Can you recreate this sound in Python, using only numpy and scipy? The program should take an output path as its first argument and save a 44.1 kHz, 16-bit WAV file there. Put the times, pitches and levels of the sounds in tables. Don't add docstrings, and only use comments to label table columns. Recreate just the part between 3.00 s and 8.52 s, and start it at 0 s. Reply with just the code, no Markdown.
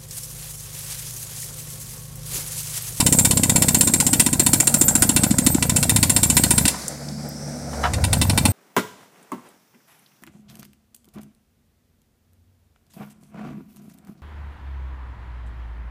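import sys
import numpy as np
from scipy import signal
from scipy.fft import rfft, irfft, next_fast_len
from scipy.io import wavfile
from scipy.ndimage import map_coordinates

SR = 44100
rng = np.random.default_rng(int(sys.argv[2]) if len(sys.argv) > 2 else 0)


def log_audio(samples):
    frames = np.atleast_2d(samples).T
    limited = np.clip(frames, -1, 1)
    pcm = np.round(limited * 32767).astype(np.int16)
    wavfile.write(sys.argv[1], SR, pcm)


N = 243431

# time in seconds, firings a second, firing tone in dB, overtones in dB.
ENGINE = [(0, 71.56, -56, -41), (2, 72, -46, -33.5), (3.6, 70.6, -32, -38), (3.85, 70, -49, -40.5),
          (4.1, 72.67, -46, -34.5), (4.55, 72.2, -48, -33.5), (4.8, 70.68, -29.5, -36.5),
          (5, 72.44, -24, -30), (5.52, 71.8, -31.5, -29.5)]
# multiple of the crank speed, level in dB.
ENGINE_OVERTONES = [(6, -1), (8.25, -8.5), (9, -9), (10, -6.5), (11, -24.5), (13, -14)]
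# time in seconds, load from 0 to 1.
LOAD = [(0, 1), (3.68, 0.96), (3.78, 0.12), (4.62, 0.26), (4.9, 0.52), (5.15, 0.84), (5.52, 0.83)]
# time in seconds, low rush in dB, high hiss in dB.
AIR_LEVELS = [(0, -41, -29), (.7, -39, -28), (1.3, -42, -34.5), (1.9, -35.5, -33), (2.8, -40.5, -33.5),
              (3.66, -39, -29.5), (4.1, -42.5, -43.5), (4.65, -39, -44.5), (4.83, -33.5, -39),
              (5, -35.5, -42), (5.52, -37.5, -40)]
# frequency in Hz, level in dB.
RUMBLE_IDLE = [(25, -6), (60, -18), (110, -8), (150, 0), (210, 8), (260, -6), (340, -6.5), (500, -21),
               (900, -70)]
RUMBLE_WORK = [(20, -28), (45, 1), (75, -16), (105, -4), (160, -4), (250, 5.5), (350, -4.5), (500, -36),
               (900, -70)]
HISS_IDLE = [(1500, -4), (2100, -3.5), (2900, -15), (3500, -10.5), (4300, -4), (5000, 0), (6000, -1),
             (6700, -3), (8500, -3.5), (11000, -9), (13000, -15), (15500, -24)]
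HISS_WORK = [(1500, -39), (3000, -26), (6000, -6), (7700, 13.5), (8600, 8), (9700, -2), (11500, 9.5),
             (12500, -3), (13600, 9.5), (15500, -12)]
RUSH = [(250, -32), (380, -10), (480, 0), (610, 0.5), (780, -3), (1100, -19.5), (1400, -10.5),
        (1800, -19.5), (2300, -21.5), (2800, -36), (4500, -47)]
PUFF = [(200, -19), (380, -11.5), (490, 3), (620, -1), (800, 1.5), (1000, -1), (1220, -22.5), (1480, -5),
        (2000, -15), (3500, -31), (7000, -31)]
SPRAY = [(1500, -15), (2500, -10.5), (6000, -9), (7400, 4.5), (9000, 0), (9900, -15), (10400, 2),
         (11000, -10), (12800, -4), (13600, -14), (15500, -38)]
CRACK = [(200, -43), (450, -18.5), (900, -18.5), (1250, -19), (3200, -14.5), (5800, -12), (7200, -5.5),
         (9000, -2), (11500, -22), (15500, -44)]
# time in seconds, pitch in Hz, level in dB.
JET = [(3.7, 4780, -59), (3.9, 4770, -53), (4.2, 5110, -46.5), (4.42, 5600, -43), (4.65, 5630, -45.5),
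       (4.82, 5820, -46), (4.9, 6350, -55)]
# time in seconds, level in dB.
BOOM = [(0, -32.5), (1, -35), (2.2, -43), (2.9, -28.5), (3.6, -42), (3.75, -65), (4.7, -50), (5, -24),
        (5.52, -23.5)]
# start in seconds, level in dB.
KNOCKS = [(3.742, -25), (4.731, -27), (4.832, -21), (4.837, -9), (4.853, -11)]
# pitch in Hz, level in dB, seconds to fade 60 dB before extra damping.
KNOCK_NOTES = [(723, -10, 0.4), (983, 0, 0.12), (1326, -1, 0.092), (1530, -20, 0.2), (3010, -13.5, 0.13),
               (3420, -22, 0.18), (3680, -27, 0.16), (3940, -18, 0.14), (5260, -21, 0.17)]
# start in seconds, level in dB, pitch in Hz.
CHIPS = [(3.881, -15.5, 8200), (4.086, -29, 4800), (4.289, -32, 13500)]
# pitch in Hz, width of its wander in Hz, usual level in dB.
WHISTLES = [(8170, 45.7, -30.5), (14100, 40, -30.5)]
# time in seconds, blows a second.
RUNS = [
    [(.0023, 16.34), (.7, 15.95), (1.3, 15.05), (1.7, 14.18), (2.05, 14.35), (2.3, 13.59), (2.42, 12.37),
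     (2.58, 12.21), (2.69, 15.12), (3.4, 14.59), (3.66, 13.25)],
    [(4.936, 8.53), (5.06, 11.1), (5.52, 13.6)],
]
# cycle length in seconds, share of it before the return stroke.
RETURN_SHARE = [(.066, 0.44), (.08, 0.504)]
# time in seconds, ring in dB, clang in dB.
# The clang turns the part of the ring below about 5 kHz up or down.
BITE = [(0, -14.5, 7.5), (.15, -11, -13), (.28, -13, 0.5), (.95, -12.5, -4.5), (1.08, -14.5, -3.5),
        (1.48, -13, -1), (1.68, -11, -5), (1.87, -9.5, -15), (2.04, -14, 2.5), (2.4, -16.5, 0),
        (2.7, -17, -1.5), (3, -12, 1.5), (3.29, -12, -1.5), (3.46, -12.5, 3.5), (3.6, -13, -0.5),
        (3.68, -14.5, 5.5), (4.94, -24.5, 7), (5.1, -20, 9), (5.46, -14.5, 13.5)]
# time in seconds, change of level in dB.
ACCENTS = [(.247, 1.5), (.809, 4), (.873, -2), (.936, 1.5), (1.131, 1.5), (1.197, 4.5), (1.329, -5.5),
           (1.395, 1.5), (2.022, 2), (2.308, -5.5), (2.465, 3), (2.545, -4.5), (2.761, 2.5), (3.368, 1.5),
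           (3.578, 2), (3.679, 1), (5.04, 2), (5.129, 2.5), (5.296, -3)]
# time in seconds, air kick and vent in dB, thump of the hole in dB.
PRESSURE = [(0, -13, -12), (.7, -13, -13), (1.05, -17, -10.5), (1.5, -16.5, -8.5), (1.67, -25, -14),
            (1.95, -17, -9.5), (2.48, -14.5, -4), (2.55, -16, -7.5), (2.63, -12.5, -19),
            (3.1, -15.5, -13.5), (3.6, -13.5, -11.5), (4.94, -15, -33), (5.13, -14.5, -17),
            (5.45, -15, -7.5)]
# pitch in Hz, level in dB, seconds to fade 60 dB.
SHIMMER_NOTES = [(7513, -17, 0.062), (9400, -2.5, 0.087), (10320, 2, .13), (10610, -13, .1),
                 (11470, -12, .11), (13400, -10, 0.16)]
# time in seconds, pitch in Hz, level in dB.
MOUTH = [(0, 1020, -10), (.9, 960, -15.5), (1.4, 1290, -19.5), (1.95, 1500, 2.5), (2.1, 1480, -15),
         (2.4, 1410, -25), (3.5, 1000, -14), (5.05, 900, -7.5), (5.52, 880, 2)]
# pitch in Hz, width in Hz before narrowing, level in dB.
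TUBE_NOTES = [(1011, 41, -7), (1500, 200, -11), (2001, 200, -7), (2348, 175, -7), (2678, 166, -5.5),
              (3020, 97, -6.5), (3330, 110, -11), (3663, 91, -2.5), (3994, 126, -8.5), (4292, 250, -6.5),
              (4870, 390, -11), (5446, 570, -9), (7166, 390, -2.5), (7504, 203, 6), (8650, 440, -2.5),
              (8950, 96, 1), (9130, 310, -28), (9360, 65, -5.5), (10290, 150, -6.5), (10450, 200, -13),
              (11200, 161, -37), (11370, 151, -22), (12240, 83, -46), (12100, 140, -27), (13000, 237, -32),
              (13250, 220, -13), (13500, 260, -30)]

STALL_S = 3.679
USUAL_BLOW_DB = -11.5


def amp(db):
    return 10 ** (np.asarray(db) / 20)


def fade(t, t60):
    return amp(-60 * t / t60)


def unit(x):
    return x / np.sqrt(np.mean(x ** 2) + 1e-20)


def colour_db(colour, hz):
    points_hz, levels = np.transpose(colour)
    return np.interp(np.log(hz + 1), np.log(points_hz + 1), levels)


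def at(rows, times):
    row_times, *columns = np.transpose(rows)
    return [np.interp(times, row_times, column) for column in columns]


def curves(rows):
    return at(rows, np.arange(N) / SR)


def wobble(rate):
    return map_coordinates(rng.standard_normal(int(N * rate / SR) + 4), [np.arange(N) * rate / SR])


def filtered(x, response):
    size = next_fast_len(len(x) + SR // 10)
    return irfft(rfft(x, size) * response(np.fft.rfftfreq(size, 1 / SR)), size)[:len(x)]


def resonance(hz, centre, width):
    return 1j * hz * width / (centre ** 2 - hz ** 2 + 1j * hz * width)


def noise(colour):
    return unit(filtered(rng.standard_normal(N), lambda hz: amp(colour_db(colour, hz))))


def band_noise(samples, centre, width):
    return unit(filtered(rng.standard_normal(samples), lambda hz: resonance(hz, centre, width) ** 2))


def fuzzy_tone(centre, width):
    phase = 2 * np.pi * np.cumsum(centre * np.ones(N)) / SR
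    return unit(wobble(width) * np.sin(phase) + wobble(width) * np.cos(phase))


def add(track, start_s, sound):
    start = round(start_s * SR)
    part = sound[max(-start, 0):max(N - start, 0)]
    track[max(start, 0):][:len(part)] += part


def field_echo(x, t60=0.35, echo_db=-15):
    t = np.arange(SR // 2) / SR
    tail = rng.standard_normal(len(t)) * fade(t, t60) * (1 - np.exp(-t / 0.0029))
    return x + amp(echo_db) * signal.fftconvolve(x, tail / np.linalg.norm(tail))[:N]


def engine(rough_db=3.0):
    firing_hz, firing_db, overtone_db = curves(ENGINE)
    crank = 2 * np.pi * np.cumsum(firing_hz * (1 + .003 * wobble(9))) / SR / 3
    firing = unit(np.sin(3 * crank) * amp(wobble(6)))
    overtones = sum(amp(db + rough_db * wobble(12)) * np.sin(multiple * crank + 2 * np.pi * rng.random())
                    for multiple, db in ENGINE_OVERTONES)
    return amp(firing_db) * firing + amp(overtone_db) * unit(overtones)


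def flushing_air(idle_rumble_db=-39, work_rumble_db=-33.5, rush_gain_db=-1, work_hiss_db=-3):
    rush_db, hiss_db = curves(AIR_LEVELS)
    load = np.clip(curves(LOAD)[0], 0, 1)
    rumble = (1 - load) * amp(idle_rumble_db) * noise(RUMBLE_IDLE)
    rumble += load * amp(work_rumble_db) * noise(RUMBLE_WORK)
    bright = load ** 4
    hiss = np.sqrt(1 - bright) * noise(HISS_IDLE)
    hiss += np.sqrt(bright) * amp(work_hiss_db) * noise(HISS_WORK)
    rush = amp(rush_db + rush_gain_db + 2.3 * wobble(35)) * noise(RUSH)
    return rumble + rush + amp(hiss_db + 1.5 * wobble(24.26)) * hiss


def hole_air(boom_hz=99, boom_width_hz=36, jet_width_hz=1200):
    jet_hz, jet_db = curves(JET)
    jet = fuzzy_tone(jet_hz, jet_width_hz) + amp(-8) * fuzzy_tone(1.5 * jet_hz, jet_width_hz)
    boom = amp(curves(BOOM)[0]) * fuzzy_tone(boom_hz, boom_width_hz)
    return amp(jet_db) * jet + boom


def stone_chips(t60=0.025):
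    track, t = np.zeros(N), np.arange(SR // 3) / SR
    for start, db, hz in CHIPS:
        add(track, start, amp(db) * band_noise(len(t), hz, .4 * hz) * fade(t, t60))
    return track


def tube_knocks(gain_db=-1, damping=2.44, scrape_db=-4):
    track, t = np.zeros(N), np.arange(SR // 3) / SR
    for start, db in KNOCKS:
        ring = sum(amp(level) * fade(t, t60 / damping) * np.sin(2 * np.pi * (hz * t + rng.random()))
                   for hz, level, t60 in KNOCK_NOTES)
        scrape = amp(scrape_db) * band_noise(len(t), centre=1010, width=870) * fade(t, 0.1)
        add(track, start, amp(db + gain_db) * (ring + scrape) * (1 - np.exp(-t / 0.002)))
    return track


def port_whistles(cycles, blows, db_per_db=1.8, scatter_db=4, flutter_db=4, opens_s=.012, shut_s=.0035):
    track, t = np.zeros(N), np.arange(SR // 8) / SR
    for centre, width, level_db in WHISTLES:
        loudness = np.zeros(N)
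        for (start, length, *_), (_, db, _) in zip(cycles, blows):
            progress = np.clip((t - opens_s) / max(length - opens_s - shut_s, .001), 0, 1)
            opening = np.abs(np.sin(np.pi * progress ** 2)) ** 0.6
            peak_db = level_db + db_per_db * (db - USUAL_BLOW_DB) + scatter_db * rng.standard_normal()
            add(loudness, start, amp(peak_db) * opening)
        phase = 2 * np.pi * np.cumsum(centre + width / 2 * wobble(70)) / SR
        track += loudness * unit(amp(flutter_db * wobble(80)) * np.sin(phase))
    return track


def exhaust(cycles, blows, puff_db=-14, spray_db=-11, return_db=-19,
            rebound_s=0.012, spray_after_s=0.019, early_s=0.0046):
    puffs, sprays, t = np.zeros(N), np.zeros(N), np.arange(SR // 8) / SR
    rise = 1 - np.exp(-t / 0.0017)
    long_puff, short_puff, spray = (rise * fade(t, t60) for t60 in (0.044, 0.024, 0.075))
    for start, db, _ in blows:
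        add(puffs, start, amp(db + puff_db) * long_puff)
        add(puffs, start + rebound_s, amp(db + puff_db) * short_puff)
        add(sprays, start + spray_after_s, amp(db + spray_db) * spray)
    for start, _, stroke_s, returns in cycles:
        add(puffs, start + stroke_s - early_s, returns * amp(return_db) * short_puff)
    return puffs * noise(PUFF) + sprays * noise(SPRAY)


def pressure_pulses(cycles, usual_stroke_s=0.029, port_hz=480, thump_hz=245, scatter_db=1.72):
    track, t = np.zeros(N), np.arange(-SR // 50, SR // 50) / SR
    bell = lambda width_s: np.exp(-(t / width_s) ** 2 / 2)
    for start, _, stroke_s, returns in cycles:
        push_db, thump_db = at(PRESSURE, start) + scatter_db * rng.standard_normal(2)
        slowness = stroke_s / usual_stroke_s
        stretch = np.exp(rng.normal(0, 0.089, 3)) * slowness ** np.array([.8, .15, .6])
        kick_s, thump_s, vent_s = stretch * [0.0013, 0.0025, 0.0014]
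        kick = -amp(push_db + 4) * t / kick_s * bell(kick_s)
        pop_gain = amp(push_db - 15) / slowness ** 8
        pop = -pop_gain * np.sin(2 * np.pi * port_hz * t / stretch[0]) * bell(0.0023)
        thump = -amp(thump_db - 1) * np.cos(2 * np.pi * thump_hz * t / stretch[1]) * bell(thump_s)
        vent = amp(push_db + 2) * ((t / vent_s) ** 2 - 1) * bell(vent_s)
        on_blow = start + t[0]
        add(track, on_blow - 0.098 * stroke_s, kick + pop)
        add(track, on_blow + 0.2023 * stroke_s, thump)
        add(track, on_blow + stroke_s, returns * vent)
    return track


def steel_shimmer(blows, gain_db=-14, scatter_db=3, swell_s=.003):
    track, t = np.zeros(N), np.arange(SR // 6) / SR
    hz, levels, t60 = np.transpose(SHIMMER_NOTES)[:, :, None]
    for start, db, _ in blows:
        strength, phase = rng.standard_normal((2, len(hz), 1))
        notes = amp(levels + scatter_db * strength) * fade(t, t60) * np.sin(2 * np.pi * (hz * t + phase))
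        add(track, start, amp(db + gain_db) * notes.sum(axis=0) * (1 - np.exp(-t / swell_s)))
    return track


def steel_ring(blows, chatter_s=0.0095, narrowing=0.6, shift_hz=16, rattle_db=3, crack_db=-2):
    track, t = np.zeros(N), np.arange(4096) / SR
    hz = np.fft.rfftfreq(len(t), 1 / SR)
    centres, widths, levels = np.transpose(TUBE_NOTES)[:, :, None]
    widths = np.maximum(narrowing * widths, 65)
    contact = fade(t, 0.084) * fade(np.maximum(t - chatter_s, 0), 0.1)
    crack_colour = amp(crack_db + colour_db(CRACK, hz))
    for start, db, clang_db in blows:
        shift, strength = rng.standard_normal((2, len(TUBE_NOTES), 1))
        notes = amp(levels + 2 * strength) * resonance(hz, centres + shift_hz * shift, widths)
        mouth_hz, mouth_db = at(MOUTH, start)
        mouth = amp(mouth_db) * resonance(hz, mouth_hz, width=140)
        rattle = amp(rattle_db * np.interp(t, t[::70], rng.standard_normal(len(t[::70]))))
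        chatter, grit = rfft(contact * rattle * rng.standard_normal((2, len(t))))
        spectrum = chatter * (notes.sum(axis=0) + mouth) + grit * crack_colour
        force_db = db - USUAL_BLOW_DB
        treble_db = 2.5 + 0.65 * clang_db + 0.37 * force_db
        top_db = treble_db + 0.5 * min(force_db, 0)
        tone = amp(np.interp(hz, [4970, 7340, 7900, 7900, 15100], [clang_db, 0, 0, treble_db, top_db]))
        ring = irfft(tone * spectrum)[:SR // 14]
        opening_level = np.sqrt(np.mean(ring[:SR // 50] ** 2))
        add(track, start, amp(db) * ring / opening_level)
    return track


def piston_cycles():
    cycles = []
    for run in RUNS:
        t = np.arange(run[0][0], run[-1][0], 1 / SR)
        rate, = at(run, t)
        cycles_done = np.cumsum(rate) / SR
        counts = np.arange(cycles_done[-1])
        starts = np.interp(counts, cycles_done, t)
        lengths = 1 / np.interp(counts + .5, cycles_done, rate)
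        stroke_s = lengths * at(RETURN_SHARE, lengths)[0]
        cycles += zip(starts, lengths, stroke_s, starts + stroke_s < t[-1])
    return cycles


def bit_blows(cycles, scatter_db=1.06, clang_scatter_db=1.64):
    starts = np.array([cycle[0] for cycle in cycles] + [STALL_S])
    ring_db, clang_db = at(BITE, starts)
    accent_db, chance = np.zeros(len(starts)), rng.standard_normal((len(starts), 2))
    for time, db in ACCENTS:
        accent_db[np.argmin(np.abs(starts - time))] = db
    ring_db += accent_db + scatter_db * chance[:, 0]
    clang_db += 0.9 * accent_db + clang_scatter_db * chance[:, 1]
    return list(zip(starts, ring_db, clang_db))


def scene():
    cycles = piston_cycles()
    blows = bit_blows(cycles)
    steel = steel_ring(blows) + steel_shimmer(blows)
    vented_air = exhaust(cycles, blows) + port_whistles(cycles, blows)
    hammer = field_echo(steel + vented_air + tube_knocks() + stone_chips()) + pressure_pulses(cycles)
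    return (hammer + hole_air() + engine() + flushing_air())[None]


def record(dry, ceiling=0.7, low_cut_hz=42, top_hz=15780):
    thin = filtered(dry[0], lambda hz: hz ** 2 / np.hypot(hz ** 2, low_cut_hz ** 2))
    soft = thin / (1 + np.abs(thin / ceiling) ** 4) ** (1 / 4)
    return filtered(soft, lambda hz: hz < top_hz)[None]


dry = scene()
out = record(dry)
log_audio(out)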